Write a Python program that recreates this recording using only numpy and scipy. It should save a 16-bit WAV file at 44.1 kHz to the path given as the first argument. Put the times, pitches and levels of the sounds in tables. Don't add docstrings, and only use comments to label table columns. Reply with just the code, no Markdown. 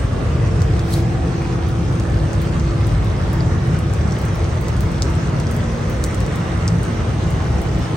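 import sys
import numpy as np
from scipy import signal
from scipy.fft import rfft, irfft, next_fast_len
from scipy.io import wavfile
from scipy.ndimage import uniform_filter1d, map_coordinates

SR = 44100
rng = np.random.default_rng(int(sys.argv[2]) if len(sys.argv) > 2 else 0)


def digitize_waveform(pressure):
    field = np.atleast_2d(pressure).T
    bounded = np.clip(field, -1, 1)
    quanta = np.round(bounded * 32767).astype(np.int16)
    wavfile.write(sys.argv[1], SR, quanta)


N = 351374

# pitch_hz, level_db, width_hz
WHINES = [(54, -33, 5), (171, -34, 4), (200, -41, 3), (757, -53, 8), (882, -50, 6), (2765, -62, 15),
          (5810, -62, 40), (6155, -66, 12)]
# start_s, level_db (over 1 ms), pitch_hz, ring_cycles, left_lead_ms
DROPS = [(0.619, -28, 5200, 0.33, 0.4), (0.7944, -29, 4970, 0.25, 0.014), (1.6878, -39, 11500, 0.46, 0),
         (1.926, -40, 7000, .3, -0.031), (1.999, -30.5, 5800, 0.33, 0.0025), (2.1, -41, 7500, 0.42, 0),
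         (2.332, -32.5, 7000, 0.58, .3), (2.418, -33.5, 11000, 0.44, 0), (2.598, -32, 5800, 0.48, 0.025),
         (2.8704, -35, 10300, 0.46, 0), (3.0465, -40, 11000, .4, 0), (3.2158, -40, 5000, .3, 0),
         (3.332, -33, 10500, 0.49, .15), (3.4062, -32, 4500, 1.1, 0.015), (3.6744, -45, 9500, .4, 0),
         (3.79, -33, 9300, 0.67, -.2), (3.937, -31.5, 7800, .35, 0.032), (4.122, -32, 5800, 0.39, 0.0065),
         (4.1886, -36, 9300, .4, 0), (4.2164, -36, 11500, .3, 0), (4.2531, -35, 8200, 0.3, 0),
         (4.3543, -38, 11500, .35, 0), (4.444, -35, 6000, .7, 0), (4.6124, -35, 11500, .4, 0),
         (4.6847, -30, 5600, 0.27, 0.023), (4.7675, -35.5, 7700, 0.55, 0), (4.808, -29, 8800, 0.26, .3),
         (4.9181, -39, 8800, .3, 0), (5.022, -16.5, 5400, 0.45, 0.24), (5.101, -39, 8500, 0.44, 0),
         (5.154, -36, 8300, 1, .4), (5.402, -32, 7000, .35, .4), (5.4692, -31.5, 5200, 0.77, 0),
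         (5.513, -31, 9600, .4, 0), (5.5474, -38, 9000, .25, 0), (5.5654, -33, 10000, .35, 0.034),
         (5.8995, -33, 12000, 0.22, .4), (6.0403, -19, 7360, 0.34, 0), (6.0639, -35, 8800, .5, 0),
         (6.1464, -30, 7160, 0.44, -0.43), (6.205, -32, 7400, 0.34, 0), (6.264, -34, 7000, .5, 0),
         (6.3588, -33.5, 8800, 0.36, 0), (6.6778, -28, 8100, 1.1, 0.072), (6.6795, -20, 5500, 0.85, 0.014),
         (6.8324, -31.5, 8900, 0.7, -.4), (6.851, -37, 7800, .7, 0), (7.306, -35.5, 8600, .35, 0),
         (7.6181, -35, 11200, 0.5, 0), (7.7909, -41, 11500, .4, 0)]
# start_s, level_db (over 1 ms, before the sheet), pitch_hz, ring_cycles
PLIPS = [(.619, -39, 5400, 6), (3.407, -37, 4900, 6), (4.1217, -33.5, 5550, 8)]
# start_s, level_db (over 1 ms, before the sheet), pitch_hz, ring_cycles
FLICKS = [(.9348, -31, 8500, 0.45), (.9362, -34, 4080, 1), (.9378, -27, 10500, 0.9),
          (.939, -24.5, 4220, 1.2), (.9392, -28, 8000, 0.39), (.955, -37, 6000, .4), (.988, -38, 5200, .4)]

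# frequency_hz, relative_level_db
THROB_SPECTRUM = [(15, -42), (27, -23), (38, -12.5), (52, 1.5), (64, -0.5), (85, -12), (150, -27),
                  (600, -120)]
RUMBLE_SPECTRUM = [(35, -46), (58, -6.5), (78, 0), (115, 0), (165, -3.5), (215, -16.5), (300, -29),
                   (600, -90), (2500, -120)]
AIR_SPECTRUM = [(120, -13), (220, 0), (290, 1.5), (400, -1), (470, -1.5), (600, -10), (900, -19.5),
                (2500, -53), (9000, -120)]
WASH_SPECTRUM = [(250, -24), (550, 3.5), (720, 1), (900, -2), (1100, -0.5), (1500, -3.5), (2000, -7.5),
                 (3000, -18.5), (5000, -26.5), (15000, -76)]
HISS_SPECTRUM = [(1200, -2.5), (2800, 9.5), (4000, 6), (5000, 5), (6000, 6.5), (7200, 0.5), (9000, -0.5),
                 (10600, -6.5), (12000, -20.5), (13500, -17), (15500, -14.5)]
CLOTH_SPECTRUM = [(2000, -32), (3200, -1), (4200, 1), (5500, -3), (8000, -7.5), (11200, -2.5), (12500, -17),
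                  (15500, -8)]
# frequency_hz, gain_db
SHEET_SPECTRUM = [(2000, -50), (2900, -11), (3700, 3), (9500, 2), (11000, 3.5), (12800, -9), (15500, 7)]
# frequency_hz, gain_db
WALL_RETURN = [(4000, 1), (6000, 1.5), (8500, 1.5), (12000, 4)]

# frequency_hz, correlation (no unit)
PORT_LIKENESS = [(60, 1), (140, 0.96), (220, 0.97), (330, 0.74), (500, 0.65), (780, 0.15), (1100, 0.33),
                 (1700, 0.07), (2400, 0.46), (4300, 0.3), (5400, 0.22), (7000, 0.28), (8300, 1), (16000, 1)]
# frequency_hz, left_lead_rad
PORT_PHASE = [(100, 0.065), (480, -0.52), (870, 0.96), (1600, -1.3), (2700, 0.73), (7500, 0.97),
              (8400, -0.11)]
# frequency_hz, t60_s
TENT_DECAY = [(2000, 0.027), (6000, 0.11), (14000, 0.21)]
# delay_s, level_db
ECHOES = [(.0021, -16), (.0069, -12.5), (.0081, -18)]
# time_s, frequency_hz, gain_db
PASSES = [(.45, 461, 8), (1.45, 590, -11), (1.1, 780, 6.5), (2.1, 298, 6.5), (2.35, 570, 3),
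          (4.3, 290, -10), (5.95, 502, 6.5), (7.0, 185, 7), (7.5, 826, 5.5)]

# time_s, level_db
THROB_LEVEL = [(0, -22.5), (.8, -24.5), (1.5, -31), (2.1, -21.5), (2.45, -24), (2.9, -21), (4.15, -31),
               (5.4, -22), (6.1, -26.5), (7.1, -36), (7.5, -18), (7.95, -31)]
# time_s, level_db
RUMBLE_LEVEL = [(0, -21.5), (.4, -17), (1.3, -19), (2.05, -17.5), (3.1, -17.5), (3.5, -17.5), (4.1, -19),
                (5.3, -18.5), (5.8, -21.5), (6.4, -19.5), (7.7, -19)]
# time_s, half_duration_s, peak_db
COMPRESSOR_SWELLS = [(2.7, 0.45, -41), (5.65, 0.42, -30), (6.95, 0.24, -34.5)]
# time_s, half_duration_s, gain_db
RAIN_SWELLS = [(2.46, 0.12, 1.5), (3.08, 0.12, -0.2), (6.5, 0.18, 1.5), (1.9, 0.63, -2)]

THROB_TRIM_DB = -1.9
SURGE_DB, SURGES_PER_S = 0.6, 14
AIR_DB, AIR_RISE_DB_PER_S = -29, 0.02
FAN_HZ, FAN_SAG_S, SAG_HZ_PER_S = 335.2, 4.1, 2.9
FAN_DB, SAG_DB_PER_S = -34.8, 1.1
FAN_SHADE_DB, FAN_SHADE_S = 9.5, 0.42
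COMPRESSOR_DB, COMPRESSOR_HZ, COMPRESSOR_SAG_HZ_PER_S = -50.5, 232, 0.53
WASH_DB, WASH_DB_PER_S = -34.5, 0.18
HISS_DB, HISS_DB_PER_S = -44.5, 0.21
PATTER_HZ, PATTER_OCTAVES = 2000, 0.68
BRUSH_S, BRUSH_DB, BRUSH_RISE_DB_PER_S = 0.926, -33.5, 260
BRUSH_SLIDE_S, BRUSH_SLIDE_DB_PER_S = 0.079, 95
BRUSH_RELEASE_DB_PER_S = 450
SHEET_LEAD_S_PER_HZ = 8e-8
PASS_WIDTH, PASS_S = 0.059, 0.45
RIPPLE_DB, RIPPLE_FROM_HZ = 1.3, 550
DIRECTION_TOP_HZ = 7200
TREBLE_LAG_S = 1 / 3600
TOP_HZ = 15900


def amp(db):
    return 10 ** (np.asarray(db) / 20)


def unit(x):
    return x / np.sqrt(np.mean(x ** 2) + 1e-20)


def seconds():
    return np.arange(N) / SR


def along(points, hz):
    f, v = np.transpose(points)
    return np.interp(np.log(hz + 1), np.log(f + 1), v)


def curve(rows):
    s, value = np.transpose(rows)
    return np.interp(seconds(), s, value)


def bell(centre_s, half_s):
    return np.exp(-((seconds() - centre_s) / half_s) ** 2)


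def wobble(rate):
    s = np.arange(0, N / SR + .001, .001)
    knots = rng.standard_normal(int(N * rate / SR) + 4)
    return np.interp(seconds(), s, map_coordinates(knots, [s * rate]))


def random_field(shape, hz_bins, frames):
    field = uniform_filter1d(rng.standard_normal(shape), size=hz_bins, axis=0)
    return unit(uniform_filter1d(field, size=frames, axis=1))


def filtered(x, response):
    m = next_fast_len(N + 8192)
    return irfft(rfft(x, m) * response(np.fft.rfftfreq(m, 1 / SR)), m)[..., :N]


def coloured(x, spectrum):
    return filtered(x, lambda hz: amp(along(spectrum, hz)))


def diffuse(pair):
    def mid_side_gains(hz):
        turn = np.arccos(np.clip(along(PORT_LIKENESS, hz), -1, 1)) / 2
        return np.array([np.cos(turn), np.sin(turn)])
    mid, side = filtered(pair, mid_side_gains)
    return np.array([mid + side, mid - side])


def even_noise(spectrum):
    return unit(coloured(diffuse(rng.standard_normal((2, N))), spectrum))


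def rush(spectrum, patchy_db):
    z = signal.stft(rng.standard_normal((2, N)), nperseg=512)[2]
    patches = amp(patchy_db * random_field(z.shape[1:], hz_bins=8, frames=12))
    pair = signal.istft(z * patches, nperseg=512)[1][:, :N]
    return unit(coloured(diffuse(pair), spectrum))


def through_tent(x):
    hz, t, z = signal.stft(x, SR, nperseg=4096)
    gain_db = 0
    for s, centre_hz, db in PASSES:
        off_centre = (hz[:, None] / centre_hz - 1) / PASS_WIDTH
        gain_db = gain_db + db * np.exp(-((t - s) / PASS_S) ** 2 - off_centre ** 2)
    ripple = random_field(z.shape[1:], hz_bins=7, frames=9)
    gain_db = gain_db + RIPPLE_DB * ripple * (hz[:, None] > RIPPLE_FROM_HZ)
    return signal.istft(z * amp(gain_db), SR, nperseg=4096)[1][:, :N]


def air_conditioner():
    throb = amp(curve(THROB_LEVEL) + THROB_TRIM_DB) * even_noise(THROB_SPECTRUM)
    rumble_db = curve(RUMBLE_LEVEL) + SURGE_DB * wobble(SURGES_PER_S)
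    rumble = amp(rumble_db) * even_noise(RUMBLE_SPECTRUM)
    air_db = AIR_DB + AIR_RISE_DB_PER_S * seconds()
    air = amp(air_db) * through_tent(rush(AIR_SPECTRUM, patchy_db=0.8))
    low_noise = (throb + rumble) * amp([[.25], [-.25]])
    return low_noise + air + fan() * amp([[-1], [1]]) + compressor() + whines()


def hum(hz, waver_hz, flutter_db):
    phase = 2 * np.pi * np.cumsum(hz + waver_hz * wobble(12)) / SR
    return unit(np.sin(phase) * amp(flutter_db * wobble(4.3)))


def fan():
    sag_s = np.maximum(seconds() - FAN_SAG_S, 0)
    level_db = FAN_DB - FAN_SHADE_DB * bell(0, FAN_SHADE_S) - SAG_DB_PER_S * sag_s
    return amp(level_db) * hum(FAN_HZ - SAG_HZ_PER_S * sag_s, waver_hz=0.7, flutter_db=2.7)


def compressor():
    swells = sum(amp(db) * bell(s, half_s) for s, half_s, db in COMPRESSOR_SWELLS)
    hz = COMPRESSOR_HZ - COMPRESSOR_SAG_HZ_PER_S * seconds()
    return (amp(COMPRESSOR_DB) + swells) * hum(hz, waver_hz=0.36, flutter_db=1.0)


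def whines():
    tones = 0
    for hz, db, width_hz in WHINES:
        strength = unit(np.array([wobble(2 * width_hz), wobble(2 * width_hz)]))
        tones = tones + amp(db) * strength * hum(hz, waver_hz=1.43, flutter_db=1.5)
    return diffuse(tones)


def taps(rows, size=160):
    s, db, hz, cycles = np.transpose(rows)[:, :, None]
    k = np.arange(size)
    turns = np.clip(hz, 2500, 14000) * k / SR
    envelope = turns * np.exp(-turns / np.maximum(cycles, .1))
    packet = envelope * np.sin(2 * np.pi * (turns + rng.random(s.shape)))
    packet *= amp(db) * np.sqrt(SR / 1000 / np.sum(packet ** 2, axis=1, keepdims=True))
    places = np.round(s * SR).astype(int) + k
    return np.bincount(places.ravel(), packet.ravel(), N)[:N]


def shower(count, pitch_hz, spread_db, cycles):
    def one_port():
        size = np.minimum(rng.exponential(size=count), 3)
        hz = pitch_hz * np.exp(0.3 * rng.standard_normal(count))
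        s = rng.random(count) * N / SR
        return taps(np.column_stack([s, spread_db * size, hz, np.full(count, cycles)]))
    return diffuse(np.array([one_port(), one_port()]))


def rain():
    wash_db = WASH_DB + WASH_DB_PER_S * seconds()
    hiss_db = HISS_DB + HISS_DB_PER_S * seconds()
    flurry_db = 0.48 * wobble(24)
    patter = shower(count=1300, pitch_hz=3260, spread_db=2.0, cycles=0.27)
    wash = amp(1.91) * rush(WASH_SPECTRUM, patchy_db=1.1) + amp(-8) * unit(coloured(patter, WASH_SPECTRUM))
    swell_db = sum(db * bell(s, half_s) for s, half_s, db in RAIN_SWELLS)
    band = filtered(wash, lambda hz: np.exp(-(np.log2((hz + 1) / PATTER_HZ) / PATTER_OCTAVES) ** 2))
    wash = wash + (amp(swell_db) - 1) * band
    fine = shower(count=1800, pitch_hz=5100, spread_db=6.5, cycles=0.72)
    hiss = amp(1.5) * rush(HISS_SPECTRUM, patchy_db=1.7) + amp(-7.5) * unit(coloured(fine, HISS_SPECTRUM))
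    far = amp(wash_db) * wash * amp([[-1], [1]])
    near = amp(hiss_db) * hiss * amp([[.7], [-.7]])
    return amp(flurry_db) * through_tent(far + near)


def fabric(x):
    def sheet(hz):
        lead = np.exp(1j * np.pi * SHEET_LEAD_S_PER_HZ * (hz - 7000) ** 2)
        return amp(along(SHEET_SPECTRUM, hz)) * lead
    return filtered(x, sheet)


def placed(x, s, lead_ms):
    n = np.arange(N)
    body = filtered(x, lambda hz: hz < DIRECTION_TOP_HZ)
    shift = np.interp(seconds(), s, lead_ms) / 1000 * SR / 2
    return x - body + np.array([map_coordinates(body, [n + shift]), map_coordinates(body, [n - shift])])


def tent_echo(x, scatter_db):
    hz, t, z = signal.stft(rng.standard_normal((2, SR // 8)), SR, nperseg=128)
    decay = amp(-60 * t / along(TENT_DECAY, hz)[:, None])
    tail = signal.istft(z * decay, SR, nperseg=128)[1]
    tail[:, :SR // 600] = 0
    scatter = signal.fftconvolve(x[None], tail / np.linalg.norm(tail[0]), axes=1)[:, :N]
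    early = sum(amp(db) * np.pad(x, (round(s * SR), 0))[:N] for s, db in ECHOES)
    return early + amp(scatter_db) * diffuse(scatter)


def roof_drops():
    drops = np.array(DROPS)
    snaps = fabric(taps(drops[:, :-1]) + taps(PLIPS, size=600))
    direct = placed(snaps, drops[:, 0], drops[:, -1]) * amp([[.6], [-.6]])
    return direct + tent_echo(coloured(snaps, WALL_RETURN), scatter_db=-8.5)


def flap():
    t = seconds() - BRUSH_S
    rise_db = BRUSH_RISE_DB_PER_S * np.minimum(t, 0)
    slide_db = BRUSH_SLIDE_DB_PER_S * np.maximum(t, 0)
    release_db = BRUSH_RELEASE_DB_PER_S * np.maximum(t - BRUSH_SLIDE_S, 0)
    level_db = BRUSH_DB + rise_db - slide_db - release_db
    catches = shower(count=4000, pitch_hz=7000, spread_db=-1, cycles=0.27)
    catches = unit(coloured(catches, CLOTH_SPECTRUM))
    brush = amp(level_db) * unit(even_noise(CLOTH_SPECTRUM) + amp(-3) * catches)
    flick = fabric(taps(FLICKS))
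    return brush + flick + tent_echo(flick, scatter_db=-14)


def scene():
    return air_conditioner() + rain() + roof_drops() + flap()


def record(dry):
    def ports(hz):
        lag = 2 * np.pi * TREBLE_LAG_S * np.maximum(hz - PORT_PHASE[-1][0], 0)
        lead = along(PORT_PHASE, hz) - lag
        return np.exp(.5j * np.array([lead, -lead])) * (hz < TOP_HZ)
    return filtered(dry, ports)


dry = scene()
out = record(dry)
digitize_waveform(out)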